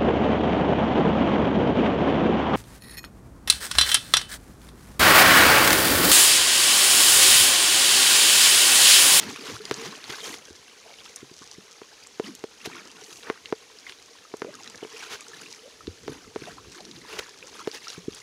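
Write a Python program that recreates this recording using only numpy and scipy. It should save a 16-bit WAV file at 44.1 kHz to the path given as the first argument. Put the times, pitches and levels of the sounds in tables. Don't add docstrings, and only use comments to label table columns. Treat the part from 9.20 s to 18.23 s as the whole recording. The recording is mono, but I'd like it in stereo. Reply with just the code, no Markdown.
import sys
import numpy as np
from scipy import signal
from scipy.io import wavfile

SR = 44100
rng = np.random.default_rng(int(sys.argv[2]) if len(sys.argv) > 2 else 0)


def int16_out(signal):
    q = np.round(np.clip(np.atleast_2d(signal).T, -1, 1) * 32767)
    wavfile.write(sys.argv[1], SR, q.astype(np.int16))


N = 398134

# freq_hz, level_db
CURRENT_SPECTRUM = [(40, -10), (120, -18), (350, -7), (550, 4), (1000, 0), (2500, 1.5), (6400, 4),
                    (8000, -7), (10000, -8), (15000, -22)]
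RUB_SPECTRUM = [(40, -2), (80, -1.5), (180, -6.5), (1000, -28.5)]
SPLASH_SPECTRUM = [(300, -12.5), (490, -1), (1000, 2), (2500, 0), (6400, -4), (8000, -14.5), (10000, -14),
                   (15000, -23.5)]
CHURN_SPECTRUM = [(40, -26), (110, -3.5), (300, 4), (650, -22.5)]
TICK_SPECTRUM = [(500, -30), (3000, 0), (6000, 9), (9000, -5), (15000, -24)]
DROP_SPECTRUM = [(500, 8.5), (3000, 2), (6500, 8), (8500, 2.5), (15000, -3)]
PLOP_SPECTRUM = [(40, -40), (100, -13), (250, -1.5), (500, 1), (1000, -2), (5500, -2.5), (12000, -16)]
MIST_SPECTRUM = [(2500, -43), (6400, 7.5), (8000, -1), (10500, -2.5), (15000, -15)]
# freq_hz, gain_db
COVERED_PORT = [(60, -2.5), (200, -3.5), (320, 3.5), (440, 13), (510, 6), (620, -9), (800, -11),
                (1200, -23), (2500, -31), (8000, -49), (15000, -28)]
# peak_s, length_s, slosh_db, spray_db, gulp_db
LEG_STROKES = [(0.005, 0.16, -34, -29.5, -46.5), (0.071, 0.037, -34, -51, -41.5),
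               (0.313, 0.097, -34.5, -32.5, -48), (0.588, 0.11, -38, -35.5, -48),
               (0.665, 0.048, -33, -32, -60), (0.8, 0.21, -44.5, -43.5, -71),
               (0.942, 0.057, -35.5, -31.5, -59), (1.097, 0.071, -35.5, -32, -51.5),
               (1.904, 0.43, -51.5, -47, -70), (3.073, 0.04, -41.5, -38.5, -48),
               (3.462, 0.011, -48, -28.5, -65), (3.568, 0.12, -41.5, -43, -55.5),
               (3.92, 0.23, -49.5, -47, -62.5), (4.095, 0.032, -33, -43, -63),
               (4.696, 0.048, -45.5, -44.5, -68), (5.293, 0.046, -45, -66, -49.5),
               (5.54, 0.16, -46, -50, -57), (5.859, 0.13, -40, -37.5, -73),
               (6.237, 0.16, -46.5, -41.5, -60), (6.934, 0.056, -46.5, -44, -50),
               (7.287, 0.072, -42, -42, -51.5), (7.583, 0.054, -50, -46.5, -51),
               (7.76, 0.16, -51, -46.5, -53.5), (7.954, 0.064, -34, -34, -54),
               (8.428, 0.11, -45.5, -41, -56.5), (8.554, 0.02, -37, -29.5, -60),
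               (8.712, 0.098, -44, -37.5, -77), (8.988, 0.068, -48.5, -43, -58)]
# peak_s, level_db, thud_db, thud_hz
FINGER_BUMPS = [(0.088, -31, -6, 120), (0.514, -34, 10, 134), (0.897, -36, 5.5, 139),
                (1.308, -38.5, 6, 84.6), (2.03, -35, 1, 140), (2.115, -40.5, 0, 171), (2.216, -43, 0, 200),
                (2.384, -37, 5.5, 200), (3.475, -30, -2, 160), (6.679, -25.5, 6.5, 89),
                (6.896, -29.5, 6.5, 152), (7.221, -33, 4, 151), (8.78, -32.5, 8, 181),
                (8.883, -21.5, -27, 168)]
# start_s, level_db, pitch_hz
DROP_HITS = [(0.2781, -27.5, 3200), (0.4534, -22, 4400), (0.5414, -21.5, 5700), (0.8413, -26, 3840),
             (0.9065, -23.5, 2670), (1.0425, -27, 6500), (1.1414, -26, 3080), (1.9605, -22, 7100),
             (2.314, -30.5, 5950), (2.871, -31.5, 7500), (3.1512, -29, 8300), (3.928, -34, 4900),
             (3.972, -39, 5770), (4.0321, -30.5, 3480), (4.2576, -23.5, 2840), (4.695, -30.5, 2430),
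             (4.722, -30.5, 2780), (5.169, -36, 6860), (5.341, -35, 4740), (5.3525, -32, 5950),
             (5.434, -32, 4000), (5.4757, -29, 3520), (5.499, -34, 6300), (5.5573, -32.5, 5430),
             (5.577, -34, 4500), (6.008, -30.5, 6300), (6.083, -32, 6900), (6.3263, -29, 5600),
             (6.671, -25.5, 3400), (7.6055, -33, 4290), (7.652, -28.5, 4700), (7.713, -30, 4100),
             (8.5145, -25.5, 4600), (8.682, -24.5, 4600), (8.702, -23.5, 4700), (8.9481, -31.5, 8800)]
# start_s, length_s, level_db, first_hz, last_hz
CAVITIES = [(0.282, 0.044, -36, 220, 433), (0.309, 0.085, -42, 95, 128), (0.561, 0.12, -44, 447, 456),
            (0.636, 0.11, -41, 106, 343), (1.007, 0.084, -36.5, 3140, 3230),
            (3.797, 0.025, -42, 1430, 1490), (5.252, 0.061, -29, 492, 650), (6.428, 0.079, -39, 476, 665),
            (8.214, 0.062, -42.5, 475, 634)]
# start_s, level_db, pitch_hz
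LARGE_BUBBLES = [(0.4, -45, 416), (3.456, -37, 673), (4.587, -36, 4800), (4.667, -31, 2010),
                 (5.051, -43, 1220), (6.134, -36.5, 1670), (6.607, -38.5, 1240), (8.227, -32, 2460),
                 (8.67, -33.5, 1290)]
# start_s, level_db, tilt_db_per_octave, pitch_hz
AIR_POCKETS = [(0.512, 0.5, 7.5, 1110), (2.617, -15.5, 1, 1090), (2.9978, 0, 5, 710),
               (3.2399, -6, 6.5, 735), (4.1, 2.5, -0.5, 1620), (4.3255, 2.5, 2.5, 870),
               (5.1397, -6.5, -1, 900), (5.2197, -2, 0, 1500), (5.2465, -9.5, 3, 780), (5.628, -11, 4, 624),
               (5.649, -13.5, 4.5, 910), (6.8799, -5.5, 6, 850), (7.1605, -3.5, 3, 845),
               (8.4743, -1, 7, 666)]
# peak_s, level_db, half_length_s
WATER_SHEETS = [(.5225, -27, .002), (.903, -27, .003), (1.142, -29, .003), (3.459, -26, .0045),
                (4.697, -31, .002), (5.931, -30, .028), (7.993, -20.5, .005)]
# peak_s, half_length_s, level_db, centre_hz
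BUBBLE_RUNS = [(0.938, 0.011, -31, 2080), (1.055, 0.028, -38, 613), (1.688, 0.05, -42, 627),
               (2.227, 0.0087, -40, 1125), (3.095, 0.021, -39.5, 262), (3.535, 0.022, -38.5, 2350),
               (4.073, 0.026, -39, 1570), (5.343, 0.02, -40.5, 1380), (7.283, 0.013, -30, 653),
               (7.385, 0.018, -38, 1020), (7.603, 0.014, -37, 728), (7.775, 0.0237, -49, 167.9),
               (7.96, 0.034, -38.5, 632), (8.406, 0.016, -33, 1264)]
# peak_s, half_length_s, level_db
MIST_FALLS = [(1.078, 0.08, -39.5), (3.942, 0.095, -46.5)]

SLOSH, SPRAY, GULP = 2, 3, 4
WAKE_DB = {SLOSH: -55.5, SPRAY: -52, GULP: -72}


def amp(db):
    return 10 ** (np.asarray(db) / 20)


def unit(x):
    return x / np.sqrt(np.mean(x ** 2) + 1e-20)


def spectrum_db(spectrum, hz):
    freq_hz, level_db = np.transpose(spectrum)
    return np.interp(np.log(hz + 1), np.log(freq_hz + 1), level_db)


def add(mix, start_s, sound):
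    part = mix[max(round(start_s * SR), 0):][:len(sound)]
    part += sound[:len(part)]


def response(spectrum, tilt_db_per_octave=0.):
    hz = np.fft.rfftfreq(4096, 1 / SR)
    octaves = np.log2(np.maximum(hz, 1000) / 1000)
    log_gain = np.log(amp(spectrum_db(spectrum, hz) + tilt_db_per_octave * octaves))
    mirrored = np.concatenate([log_gain, log_gain[-2:0:-1]])
    return np.fft.ifft(np.exp(np.conj(signal.hilbert(mirrored)))).real


def colour(x, spectrum):
    return signal.oaconvolve(x, response(spectrum))[:N]


def flutter(rate_hz):
    return unit(np.interp(np.arange(N) * rate_hz / SR, np.arange(N), rng.standard_normal(N)))


def burst(peak_s, half_s):
    t = np.arange(N) / SR
    return np.exp(-np.minimum(((t - peak_s) / half_s) ** 2, 20))


def patter(per_s, spread_db):
    chance, size, side = rng.random((3, N))
    gain = amp(spread_db * np.minimum(-np.log(1 - size), 3))
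    return (chance < per_s / SR) * np.sign(side - .5) * gain


def bubble(hz, decay_cycles, onset_cycles, glide):
    cycles = np.arange(int(6 * decay_cycles * SR / hz) + 8) * hz / SR
    envelope = (1 - np.exp(-(cycles / onset_cycles) ** 2)) * np.exp(-cycles / decay_cycles)
    phase = 2 * np.pi * cycles * (1 + glide * cycles / decay_cycles / 2)
    return envelope / envelope.max() * np.sin(phase)


def froth(lo_hz, hi_hz, per_s, spread_db, cycles_at_1khz, wash, bands=36):
    pitches_hz, out = np.geomspace(lo_hz, hi_hz, bands), np.zeros(N)
    for hz in pitches_hz:
        count = int(per_s * N / SR * hz / pitches_hz.sum())
        when, size, side = rng.random((3, 4096))[:, :count]
        gain = amp(spread_db * np.minimum(-np.log(1 - size), 4))
        births = np.bincount((when * N).astype(int), gain * np.sign(side - .5), N)
        decay_cycles = cycles_at_1khz * np.cbrt(hz / 1000) * rng.uniform(.5, 1.5)
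        ring = bubble(hz, decay_cycles, onset_cycles=.6, glide=.01)
        out += signal.oaconvolve(births, ring / np.linalg.norm(ring))[:N]
    return unit(unit(out) + wash * rng.standard_normal(N))


def stroke_db(column, lag_s=0.):
    t, power = np.arange(0, N, 64) / SR, amp(WAKE_DB[column]) ** 2
    for row in LEG_STROKES:
        peak_s, length_s = row[:2]
        age = (t - peak_s - lag_s) / length_s
        envelope = np.exp(-np.where(age < 0, (age / 1.34) ** 2, abs(age) ** .88))
        power = power + (amp(row[column]) * envelope) ** 2
    return np.interp(np.arange(N) / SR, t, 10 * np.log10(power))


def current():
    fizz = froth(384, 14200, per_s=1400, spread_db=5, cycles_at_1khz=4.9, wash=3.8, bands=24)
    near = unit(colour(fizz, CURRENT_SPECTRUM))
    far = unit(colour(rng.standard_normal(N), CURRENT_SPECTRUM))
    return np.array([unit(near + 2 * far), near]) * amp(-48.5 + .5 * flutter(21))


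def rubbing(regrip_s=6.67, fade_s=1.4, spread_s=.067):
    t = np.arange(N) / SR
    shifts = sum(amp(db - 27.5) * np.exp(-abs(t - peak_s) / spread_s) for peak_s, db, *_ in FINGER_BUMPS)
    grip = amp(-63 + 16 * (t > regrip_s) * np.exp(-abs(t - regrip_s) / fade_s))
    rumble = unit(colour(rng.standard_normal(N), RUB_SPECTRUM))
    return rumble * np.hypot(grip, shifts) * amp(4.5 * flutter(25))


def splashes(split_hz=2500):
    slosh_db = stroke_db(SLOSH)
    foam = froth(420, 11000, per_s=1400, spread_db=3.3, cycles_at_1khz=4.6, wash=.55)
    density = np.minimum(amp(slosh_db + 32), .75)
    blend = np.sqrt(1 - density) * foam + np.sqrt(density) * rng.standard_normal(N)
    water = colour(blend, SPLASH_SPECTRUM)
    slosh = signal.sosfiltfilt(signal.butter(3, split_hz, fs=SR, output="sos"), water)
    spray = unit(water - slosh) * amp(stroke_db(SPRAY) - 1.56)
    clumps_db = 1.6 * flutter(130) + 1.1 * flutter(30)
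    return (unit(slosh) * amp(slosh_db) + spray) * amp(clumps_db)


def churn():
    gulps = froth(99.7, 454, per_s=150, spread_db=1, cycles_at_1khz=3.8, wash=.46, bands=12)
    return unit(colour(gulps, CHURN_SPECTRUM)) * amp(stroke_db(GULP, lag_s=.0015) + 2.5)


def spatter():
    activity = np.minimum(amp(stroke_db(SPRAY) + 46), 1.3)
    clusters = np.minimum(2 * np.maximum(flutter(20), 0) ** 2, 4)
    return amp(-23) * colour(patter(per_s=34 * activity * clusters, spread_db=2), TICK_SPECTRUM)


def finger_bumps(push_s=.0014, decay_s=.019):
    out, t = np.zeros(N), np.arange(-400, 4000) / SR
    age_s, push_time = np.maximum(t, 0), t / push_s
    push = (1 - 2 * push_time ** 2) * np.exp(-push_time ** 2)
    for peak_s, level_db, thud_db, thud_hz in FINGER_BUMPS:
        thud = np.sin(2 * np.pi * thud_hz * age_s) * np.exp(-age_s / decay_s)
        add(out, peak_s + t[0], -amp(level_db + 8) * (push + amp(thud_db - 12) * thud))
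    return out


def drops():
    out, t = np.zeros(N), np.arange(1024) / SR
    tone_filter = response(DROP_SPECTRUM)[:256]
    for start_s, level_db, pitch_hz in DROP_HITS:
        impact = rng.standard_normal(len(t)) * (np.exp(-t / .0007) + .1 * np.exp(-t / .004))
        ring = bubble(pitch_hz, decay_cycles=.8, onset_cycles=.4, glide=0)
        tick = np.convolve(np.convolve(impact, ring), tone_filter)
        add(out, start_s, amp(level_db + 8) * tick / abs(tick).max())
    return out


def glugs():
    out, wobble = np.zeros(N), 1 + .018 * flutter(150)
    for start_s, length_s, level_db, first_hz, last_hz in CAVITIES:
        progress = np.arange(int(length_s * SR)) / (length_s * SR)
        slide_hz = first_hz * (last_hz / first_hz) ** progress
        pitch_hz = slide_hz * wobble[round(start_s * SR):][:len(progress)]
        envelope = np.sin(np.pi * progress ** .73) ** 2
        add(out, start_s, amp(level_db) * envelope * np.sin(2 * np.pi * np.cumsum(pitch_hz) / SR))
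    return out * amp(3.5 * flutter(220))


def large_bubbles():
    out = np.zeros(N)
    for start_s, level_db, pitch_hz in LARGE_BUBBLES:
        ring = bubble(pitch_hz, decay_cycles=6.5, onset_cycles=.31, glide=.042)
        add(out, start_s, amp(level_db + 7.5) * ring)
    return out


def plops(q=1.2):
    out, freq_hz = np.zeros(N), np.geomspace(20, 20000, 120)
    for start_s, level_db, tilt_db_per_octave, pitch_hz in AIR_POCKETS:
        ratio = freq_hz / pitch_hz
        hollow_db = -10 * np.log10((1 - ratio ** 2) ** 2 + (ratio / q) ** 2)
        spectrum = np.column_stack([freq_hz, spectrum_db(PLOP_SPECTRUM, freq_hz) + hollow_db])
        pulse = response(spectrum, tilt_db_per_octave) / np.linalg.norm(response(spectrum))
        add(out, start_s, -amp(level_db + 4) * pulse)
    return out


def slaps():
    landing = sum(amp(db) * burst(peak_s, half_s) for peak_s, db, half_s in WATER_SHEETS)
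    return landing * unit(colour(rng.standard_normal(N), SPLASH_SPECTRUM))


def gurgles(per_s=200, spread_octaves=.514, decay_cycles=4.97):
    out = np.zeros(N)
    for peak_s, half_s, level_db, centre_hz in BUBBLE_RUNS:
        run, count = np.zeros(N), 2 + int(2 * half_s * per_s)
        for when, detune, size in rng.uniform(-1, 1, (128, 3))[:count]:
            pitch_hz = centre_hz * 2 ** (spread_octaves * detune * abs(detune))
            ring = bubble(pitch_hz, decay_cycles, onset_cycles=.81, glide=0)
            start_s = peak_s + half_s * when - decay_cycles / centre_hz / 2
            add(run, start_s, np.exp(size / 2 - when ** 2) * ring)
        out += amp(level_db) * run * np.sqrt(half_s * SR / np.sum(run ** 2))
    return out


def mist():
    falling = sum(amp(db) * burst(peak_s, half_s) for peak_s, half_s, db in MIST_FALLS)
    return falling * unit(colour(patter(per_s=4000, spread_db=7), MIST_SPECTRUM))


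def banks(x, t60_s=.032, wet_db=-9):
    t = np.arange(8192) / SR
    scatter = rng.standard_normal(len(t)) * amp(-60 * t / t60_s) * (t > .001)
    scatter = signal.sosfilt(signal.butter(2, 800, "highpass", fs=SR, output="sos"), scatter)
    return x + amp(wet_db) * signal.oaconvolve(x, scatter / np.linalg.norm(scatter))[:N]


def scene():
    water = current() + splashes() + slaps() + churn() + gurgles() + glugs() + mist()
    crisp = plops() + large_bubbles() + drops() + spatter()
    left, right = [port + banks(crisp) for port in water]
    return np.array([left + finger_bumps() + rubbing(), right])


def record(dry, low_cut_hz=55, high_cut_hz=15700):
    covered = np.pad(colour(dry[0], COVERED_PORT), (8, 0))[:N]
    hiss = amp(-76.5) * unit(colour(rng.standard_normal(N), CURRENT_SPECTRUM))
    low_cut = signal.butter(2, low_cut_hz, "highpass", fs=SR, output="sos")
    high_cut = signal.firwin(255, high_cut_hz, window=("kaiser", 9), fs=SR)
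    ports = signal.sosfilt(low_cut, np.array([covered + hiss, dry[1]]))
    return signal.oaconvolve(ports, high_cut[None], "same")


dry = scene()
out = record(dry)
int16_out(out)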